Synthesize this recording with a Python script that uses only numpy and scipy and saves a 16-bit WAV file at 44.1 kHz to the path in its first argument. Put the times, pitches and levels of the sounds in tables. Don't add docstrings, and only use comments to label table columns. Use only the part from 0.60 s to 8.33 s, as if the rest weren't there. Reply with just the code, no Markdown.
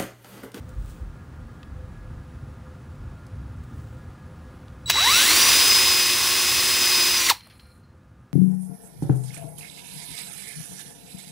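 import sys
import numpy as np
from scipy import signal
from scipy.fft import rfft, irfft
from scipy.io import wavfile
from scipy.ndimage import uniform_filter1d

SR = 44100
rng = np.random.default_rng(int(sys.argv[2]) if len(sys.argv) > 2 else 0)


def store_pcm(level_fs):
    pcm = np.round(np.clip(level_fs, -1, 1) * 32767).astype(np.int16)
    wavfile.write(sys.argv[1], SR, np.atleast_2d(pcm).T)


def voltage_ratio(level):
    return 10 ** (np.asarray(level, float) / 20)


N = 340893

# (time [s], level [dB], deep buffeting level [dB])
GUSTS = [(0.01, -37, -47), (.23, -36.5, -30), (.43, -40, -32), (.84, -39, -36.5), (1.16, -40, -33),
         (1.35, -46, -39), (1.53, -37, -34.5), (1.8, -33.5, -42), (2.07, -43, -52), (2.45, -37, -35.5),
         (2.8, -31.5, -46), (3.0, -32.5, -48), (3.17, -35, -53), (3.34, -39, -61), (3.5, -38.5, -61),
         (5.15, -73, -52), (6.03, -41, -52)]
# (frequency [Hz], level [dB per Hz])
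WIND_COLOUR = [(12, -48), (20, -26), (46, 2), (70, 3), (125, -1), (198, -18), (239, -10.5), (400, -37),
               (520, -61), (880, -120)]
# (frequency [Hz], level [dB per Hz])
STREET_COLOUR = [(88, -29.5), (150, -2.5), (243, -10.5), (378, -14.5), (477, -21), (990, -21),
                 (1380, -21.5), (2360, -32.5), (3540, -36.5), (10400, -45), (11500, -51.5), (13300, -51.5),
                 (14300, -48), (16000, -46.5)]
# (frequency [Hz], level [dB])
HUM = [(409.1, -79.5), (511.4, -61), (1222, -66), (1405, -66.5), (1674, -69), (2552, -80.5), (10207, -83),
       (13851, -95.5), (14346, -93), (15364, -95)]
# (time [s], gain [dB])
DUCK = [
    (4.3, 1.6),
    (6.3, -2.5),
    (6.7, -3),
    (6.78, -13.5),
    (6.88, -7),
    (7.73, -7.5),
]
GUST_S, CALM_DB, CALM_DEEP_DB, STREET_DB = 0.07, -39.5, -55.5, -50.5

# (time [s], level [dB], rise [s], time to fall 60 dB [s])
RUSTLE = [
    (0.005, -66, .08, 2.5),
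    (.092, -57, .008, 0.081),
    (.3, -54, 0.16, 0.54),
    (3.04, -60, .01, .05),
    (3.2, -63, 0.35, 1.5),
]
# (frequency [Hz], level [dB per Hz])
RUSTLE_COLOUR = [(1470, -32), (2500, -3), (3400, -1.5), (5110, -6.5), (8170, -1.5), (12700, -12),
                 (14500, -7), (15700, 0)]
# (time [s], peak [dB], centre [Hz], time to fall 60 dB [s])
TICKS = [(0.092, -45, 8000, .012), (.2594, -45, 8000, .012), (.2974, -41, 8500, .012),
         (1.0305, -34.5, 2280, 0.02), (1.0300, -56, 9000, .012), (2.355, -54, 6000, .012),
         (2.667, -42, 6500, .012), (3.038, -52, 5000, .012), (3.3694, -52, 5000, .012),
         (4.082, -41, 3000, 0.011), (6.808, -37, 3000, .015), (6.8725, -43, 10500, .012),
         (6.869, -43, 1000, .04), (6.8995, -49, 9500, .012), (6.9955, -41, 2500, .025),
         (7.005, -49, 10000, .012)]

# (time [s], level [dB], level of its octave [dB])
WHINE = [
    (4.259, -34.5, -41),
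    (4.293, -30, -39.5),
    (4.357, -22.5, -39),
    (4.389, -19, -33),
    (4.415, -19.5, -46),
    (4.555, -21.5, -29),
    (4.589, -23, -41),
    (4.67, -29, -35.5),
]
CHOP_HZ = 3920

# (time [s], shaft speed [turns/s])
WIND_UP = [
    (4.34, 50),
    (4.484, 148),
    (4.544, 195),
    (4.62, 229),
    (4.645, 246),
    (4.7, 311),
    (4.78, 341),
    (4.9, 353),
    (5.06, 361.5),
]
# (time [s], shaft speed [turns/s])
RUN_DOWN = [
    (6.565, 361.5),
    (6.62, 348),
    (6.684, 331),
    (6.69, 288),
    (6.711, 142),
    (6.724, 108),
]
# (time [s], length [s], speed lost [turns/s])
PUSHES = [
    (5.1, .1, 1),
    (5.38, .13, 2.2),
    (6.4, .13, 3.3),
    (6.57, .05, 1),
]
FULL_HZ = 361.8

# (time [s], level [dB])
RATTLE = [
    (4.262, -53),
    (4.295, -27),
    (4.41, -19.5),
    (4.56, -15.5),
    (4.9, -14.5),
    (5.5, -19.5),
    (6.43, -19),
    (6.68, -20.5),
]
# (frequency [Hz], level [dB per Hz])
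GRIND_COLOUR = [(120, -53.5), (200, -12), (365, -12), (632, -17.5), (1070, -9), (1290, -9.5), (2270, -0.5),
                (2580, 1), (4370, -5), (4880, -6), (6540, -3), (9770, -6), (12800, -15), (15700, -9)]
# (frequency [Hz], width [Hz], level [dB])
HOUSING = [(1092, 76, -3.5), (2107, 150, -4), (2706, 450, -3), (3686, 450, -1), (4206, 200, 1),
           (4710, 174, 3), (5410, 100, 4), (5860, 320, 2.5), (7090, 310, 1.5), (7800, 83, 0.5),
           (8500, 220, -8), (9890, 590, -4), (14580, 1105, -4)]
BRAKE_S, BRAKE_DB, BRAKE_RISE_S, BRAKE_T60 = 6.7, -14, 0.015, 0.055
PANEL_DB, PANEL_SLOW_DB = -6, -1
HISS_DB, HISS_SLOW_DB, HISS_BEND = -3.5, -12.5, 3.6

# (time [s], peak [dB], time to fall 60 dB [s], length of the crunch [s])
CLACKS = [
    (4.2978, -0.5, 0.016, 0.0045),
    (4.3064, -4.5, 0.025, 0.0017),
    (6.687, -16.5, .05, 0.0062),
    (6.697, -2.5, 0.035, 0.0051),
    (6.709, -18, 0.11, .006),
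]
# (frequency [Hz], level [dB per Hz])
CLACK_COLOUR = [(200, -22), (400, -16.5), (970, -4), (1500, -7.5), (2100, -2.5), (3400, -3.5), (4450, -6),
                (5200, -10.5), (5900, -6), (7500, -13.5), (12500, -15.5), (15200, -7)]
# (frequency [Hz], level [dB per Hz])
BRAKE_COLOUR = [(180, -49.5), (300, -19.5), (1230, -6.5), (2810, -9), (3100, -3), (4170, -4), (6210, -10.5),
                (12000, -14.5), (14500, -12.5), (15700, -11.5)]

# (multiple of shaft speed, level at full speed [dB], growth with speed,
# share of the bite, lift under the brake [dB])
ORDERS = [
    (1, -24.5, 1.1, .3, -4),
    (7, -29.5, -.4, .3, 4),
    (14, -24, .3, 1.1, -18),
    (17, -37.5, .2, .3, -9),
    (28, -33, .4, .1, -10),
]
WEAK = (3, 13, 13.5, 15, 19, 20, 21, 22, 27, 33, 34, 35, 42)
WEAK_DB = (-49, -53.5, -41, -54.5, -47.5, -55.5, -52, -50.5, -48.5, -54, -50.5, -57.5, -56)
# (frequency [Hz], level [dB])
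TONE_PATH = [(500, -24), (900, -3), (1500, 0), (2500, -6), (5000, 0), (6500, -1.5), (10000, -15)]
# (frequency [Hz], width [Hz], lift [dB])
TONE_RINGS = [(305, 80, 13), (1030, 220, 8), (2060, 170, 10.5), (3050, 200, 6), (3700, 200, 4),
              (4300, 250, 5), (5900, 400, 13)]
# (time [s], level [dB])
BITE = [
    (4.5, -4),
    (4.66, -11),
    (4.82, -2),
    (5.15, 4.5),
    (5.52, -4),
    (6.2, -2),
    (6.4, 1.5),
    (6.575, -3),
    (6.6, -11),
]
WEAK_FADE_HZ = 1000

# (time [s], squeak level [dB], grit level [dB])
SLIPS = [(6.735, -46, -48), (6.805, -54, -54), (6.845, -58.5, -55), (6.9, -61, -53.5), (6.95, -65, -65),
         (6.995, -55, -60), (7.055, -62, -63), (7.1, -61.5, -70), (7.15, -70, -82), (7.23, -71, -82),
         (7.29, -76.5, -88)]
# (frequency [Hz], width [Hz], level [dB])
BIT = [(4150, 75, 0), (5300, 30, -14), (2350, 40, -13)]
# (frequency [Hz], width [Hz], level [dB])
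CHUCK = [(9000, 500, 0), (10100, 700, 0), (11700, 60, 2), (15200, 900, -9), (7500, 1500, -9)]
SLIP_RISE_S, SQUEAK_T60, GRIT_T60 = 0.006, 0.35, 0.33
CHUCK_DB, CHUCK_FADE_DB_PER_S, CHUCK_JOLT_DB, CHUCK_STOP_S = -60.5, -19, -49.5, 7.18


def evened(x):
    return x / np.sqrt(np.mean(x ** 2) + 1e-20)


def columns(rows):
    s, *values = np.transpose(rows)
    t = np.arange(N) / SR
    inside = uniform_filter1d(1. * ((t > s[0]) & (t < s[-1])), size=60)
    return [np.interp(t, s, v) for v in values] + [inside]


def colour(x, points):
    hz = np.fft.rfftfreq(len(x), 1 / SR)
    f, db = np.transpose(points)
    gain = voltage_ratio(np.interp(np.log(hz + 1), np.log(f + 1), db))
    return irfft(rfft(x) * gain, len(x))


def band(x, lo_hz, hi_hz):
    sos = signal.butter(2, [lo_hz, min(hi_hz, .49 * SR)], "band", fs=SR, output="sos")
    return evened(signal.sosfilt(sos, x))


def resonate(x, modes):
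    return sum(voltage_ratio(db) * signal.lfilter(*signal.iirpeak(hz, hz / max(width, 5), SR), x)
               for hz, width, db in modes)


def wander(hz):
    return evened(signal.lfilter(*signal.butter(1, hz, fs=SR), rng.standard_normal(N)))


def grains(per_s, spread_db):
    size = voltage_ratio(spread_db * np.minimum(rng.exponential(1, N), 5)) * rng.choice([-1, 1], N)
    return evened(size * (rng.random(N) < per_s / SR))


def burst(s, db, rise_s, t60):
    t = np.arange(N, dtype=np.float32) / SR - s
    slope_db = np.where(t < 0, 20 * t / rise_s, -60 * t / t60)
    return voltage_ratio(db + np.maximum(slope_db, -200)) * (t > -3 * rise_s)


def air():
    t = np.arange(N, dtype=np.float32) / SR
    puffs = [np.exp(-((t - s) / GUST_S) ** 2) for s, _, _ in GUSTS]
    blow = np.sqrt(voltage_ratio(2 * CALM_DB) + sum(voltage_ratio(2 * db) * p for (_, db, _), p in zip(GUSTS, puffs)))
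    deep = np.sqrt(voltage_ratio(2 * CALM_DEEP_DB) + sum(voltage_ratio(2 * db) * p for (_, _, db), p in zip(GUSTS, puffs)))
    gusts = colour(rng.standard_normal(N), WIND_COLOUR)
    wind = blow * band(gusts, 55, 400) + deep * band(band(gusts, 30, 55), 30, 70)
    street = evened(colour(rng.standard_normal(N), STREET_COLOUR)) * voltage_ratio(0.33 * wander(9))
    hum = sum(voltage_ratio(db + 49.5) * evened(resonate(rng.standard_normal(N), [(hz, 8, 0)])) for hz, db in HUM)
    return voltage_ratio(columns(DUCK)[0]) * (voltage_ratio(-5.0) * wind + voltage_ratio(STREET_DB) * (street + hum))


def rustle():
    cloth = evened(colour(rng.standard_normal(N) + 0.59 * grains(900, 4.0), RUSTLE_COLOUR))
    return sum(burst(*row) for row in RUSTLE) * cloth


def ticks():
    t, out = np.arange(1500) / SR, np.zeros(N)
    noise = rng.standard_normal((len(TICKS), len(t)))
    for (s, db, hz, t60), n in zip(TICKS, noise):
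        snap = band(n, .55 * hz, 1.6 * hz)
        out[round(s * SR):][:len(t)] += .5 * voltage_ratio(db - 60 * t / t60) * snap
    return out


def whine():
    db, octave_db, on = columns(WHINE)
    phase = 2 * np.pi * CHOP_HZ * np.arange(N) / SR
    lower = voltage_ratio(db) * np.cos(phase) + voltage_ratio(octave_db) * np.cos(2 * phase)
    upper = voltage_ratio(db - 38) * np.cos(3 * phase) + voltage_ratio(octave_db - 12) * np.cos(4 * phase)
    return np.sqrt(2) * on * (lower + upper)


def shaft():
    hz, on = columns(WIND_UP + RUN_DOWN)
    t = np.arange(N) / SR
    sag = sum(sag_hz * np.exp(-((t - s) / length) ** 2) for s, length, sag_hz in PUSHES)
    return hz - sag, on


def grind(turns):
    gears_db, on = columns(RATTLE)
    slow = 1 - shaft()[0] / FULL_HZ
    panel_db = PANEL_DB + PANEL_SLOW_DB * slow
    hiss_db = HISS_DB + HISS_SLOW_DB * abs(slow) ** HISS_BEND
    drive = rng.standard_normal(N) + .5 * grains(2500, 3.5)
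    drive *= (1 + .06 * np.cos(2 * np.pi * turns)) * voltage_ratio(.4 * wander(30))
    body = colour(drive + 1.27 * resonate(drive, HOUSING), GRIND_COLOUR)
    drumming, hiss = band(body, 250, 1730), band(body, 8340, 19000)
    parts = voltage_ratio(panel_db) * drumming + band(body, 2526, 5940) + voltage_ratio(hiss_db) * hiss
    brake = burst(BRAKE_S, BRAKE_DB, 3 * BRAKE_RISE_S, BRAKE_T60)
    return np.maximum(on * voltage_ratio(gears_db), brake) * voltage_ratio(-1.0) * parts


def clacks():
    t, out = np.arange(6000) / SR, np.zeros(N)
    noise = rng.standard_normal((len(CLACKS), len(t)))
    for (s, db, t60, crunch), n in zip(CLACKS, noise):
        tint = CLACK_COLOUR if s < WIND_UP[0][0] else BRAKE_COLOUR
        ring = evened(colour(n + 0.49 * resonate(n, HOUSING), tint))
        shape = np.minimum(t / 0.0021, 1) * voltage_ratio(-60 * np.maximum(t - crunch, 0) / t60)
        out[round(s * SR):][:len(t)] += 0.4 * voltage_ratio(db) * ring * shape
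    return out


def order_db(hz, order, db, growth, share, brake_db):
    f, path_db = np.transpose(TONE_PATH)
    rings_db = sum(lift_db / (1 + (2 * (order * hz - at) / width) ** 2) for at, width, lift_db in TONE_RINGS)
    braking = np.arange(N) / SR > RUN_DOWN[2][0]
    bite_db = np.where(braking, brake_db, share * columns(BITE)[0])
    speed_db = growth * 20 * np.log10(hz / FULL_HZ)
    return db + speed_db + bite_db + rings_db + np.interp(np.log(order * hz), np.log(f), path_db)


def motor():
    hz, on = shaft()
    surge = np.clip(abs(uniform_filter1d(np.gradient(hz) * SR, size=2000)) / 500, 0, 1)
    turns = np.cumsum(hz * (1 + (.0012 + .002 * surge) * wander(40))) / SR
    strong, weak = np.zeros(N), np.zeros(N)
    for row in ORDERS:
        flutter_db = (1.8 + np.clip(.5 * row[0] - 4, -1, 2.5) * surge) * wander(30)
        strong += voltage_ratio(order_db(hz, *row) + flutter_db) * np.cos(2 * np.pi * round(row[0]) * turns)
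    for k, db in zip(WEAK, WEAK_DB):
        level = voltage_ratio(db + 3.6 * wander(29) + 1.3 * surge)
        radiated = np.minimum(k * hz / WEAK_FADE_HZ, 1) ** 2
        weak += level * radiated * np.cos(2 * np.pi * k * turns)
    ringing = 2.9 * surge * resonate(weak, HOUSING)
    return np.sqrt(2) * on * (strong + weak + ringing), turns


def under_van(x):
    t = np.arange(200, 9000, 22) + rng.integers(0, 22, 400)
    taps = np.zeros(9100)
    taps[t] = rng.choice([-1, 1], 400) * voltage_ratio(-60 * t / SR / .2)
    return signal.oaconvolve(x, taps / np.linalg.norm(taps))[:N]


def scrape():
    t = np.arange(N) / SR - SLIPS[0][0]
    slips = rng.standard_normal(N) + .6 * grains(900, 2.5)
    squeak = evened(resonate(slips * voltage_ratio(1.1 * band(wander(60), 15, 60)), BIT))
    rattle = evened(resonate(slips * voltage_ratio(2.0 * wander(60)), CHUCK))
    grit = band(slips * voltage_ratio(1.5 * wander(50)), 1500, 4500)
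    squeak_gain = np.max([burst(s, db, SLIP_RISE_S, SQUEAK_T60) for s, db, _ in SLIPS], 0)
    grit_gain = np.max([burst(s, db, SLIP_RISE_S, GRIT_T60) for s, _, db in SLIPS], 0)
    loose = (t > 0) * voltage_ratio(CHUCK_DB + CHUCK_FADE_DB_PER_S * t) * burst(CHUCK_STOP_S, 0, 1e4, 0.19)
    jolt = burst(SLIPS[0][0], CHUCK_JOLT_DB, SLIP_RISE_S, .13)
    return squeak_gain * squeak + (loose + jolt) * rattle + grit_gain * grit


def scene():
    tones, turns = motor()
    tool = whine() + grind(turns) + clacks() + tones
    echoes = voltage_ratio(-17.5) * under_van(tool)
    mix = air() + rustle() + ticks() + tool + echoes + scrape()
    return np.array([mix, mix])


def band_limit(x):
    return signal.sosfilt(signal.butter(12, 16970, fs=SR, output="sos"), x)


def record(dry):
    soft = dry / (1 + abs(dry / .85) ** 4) ** .25
    low_pass = signal.firwin(1023, 15750, window=("kaiser", 4), fs=SR)
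    limited = signal.oaconvolve(soft, low_pass[None], "same")
    return band_limit(limited)


dry = scene()
out = record(dry)
store_pcm(out)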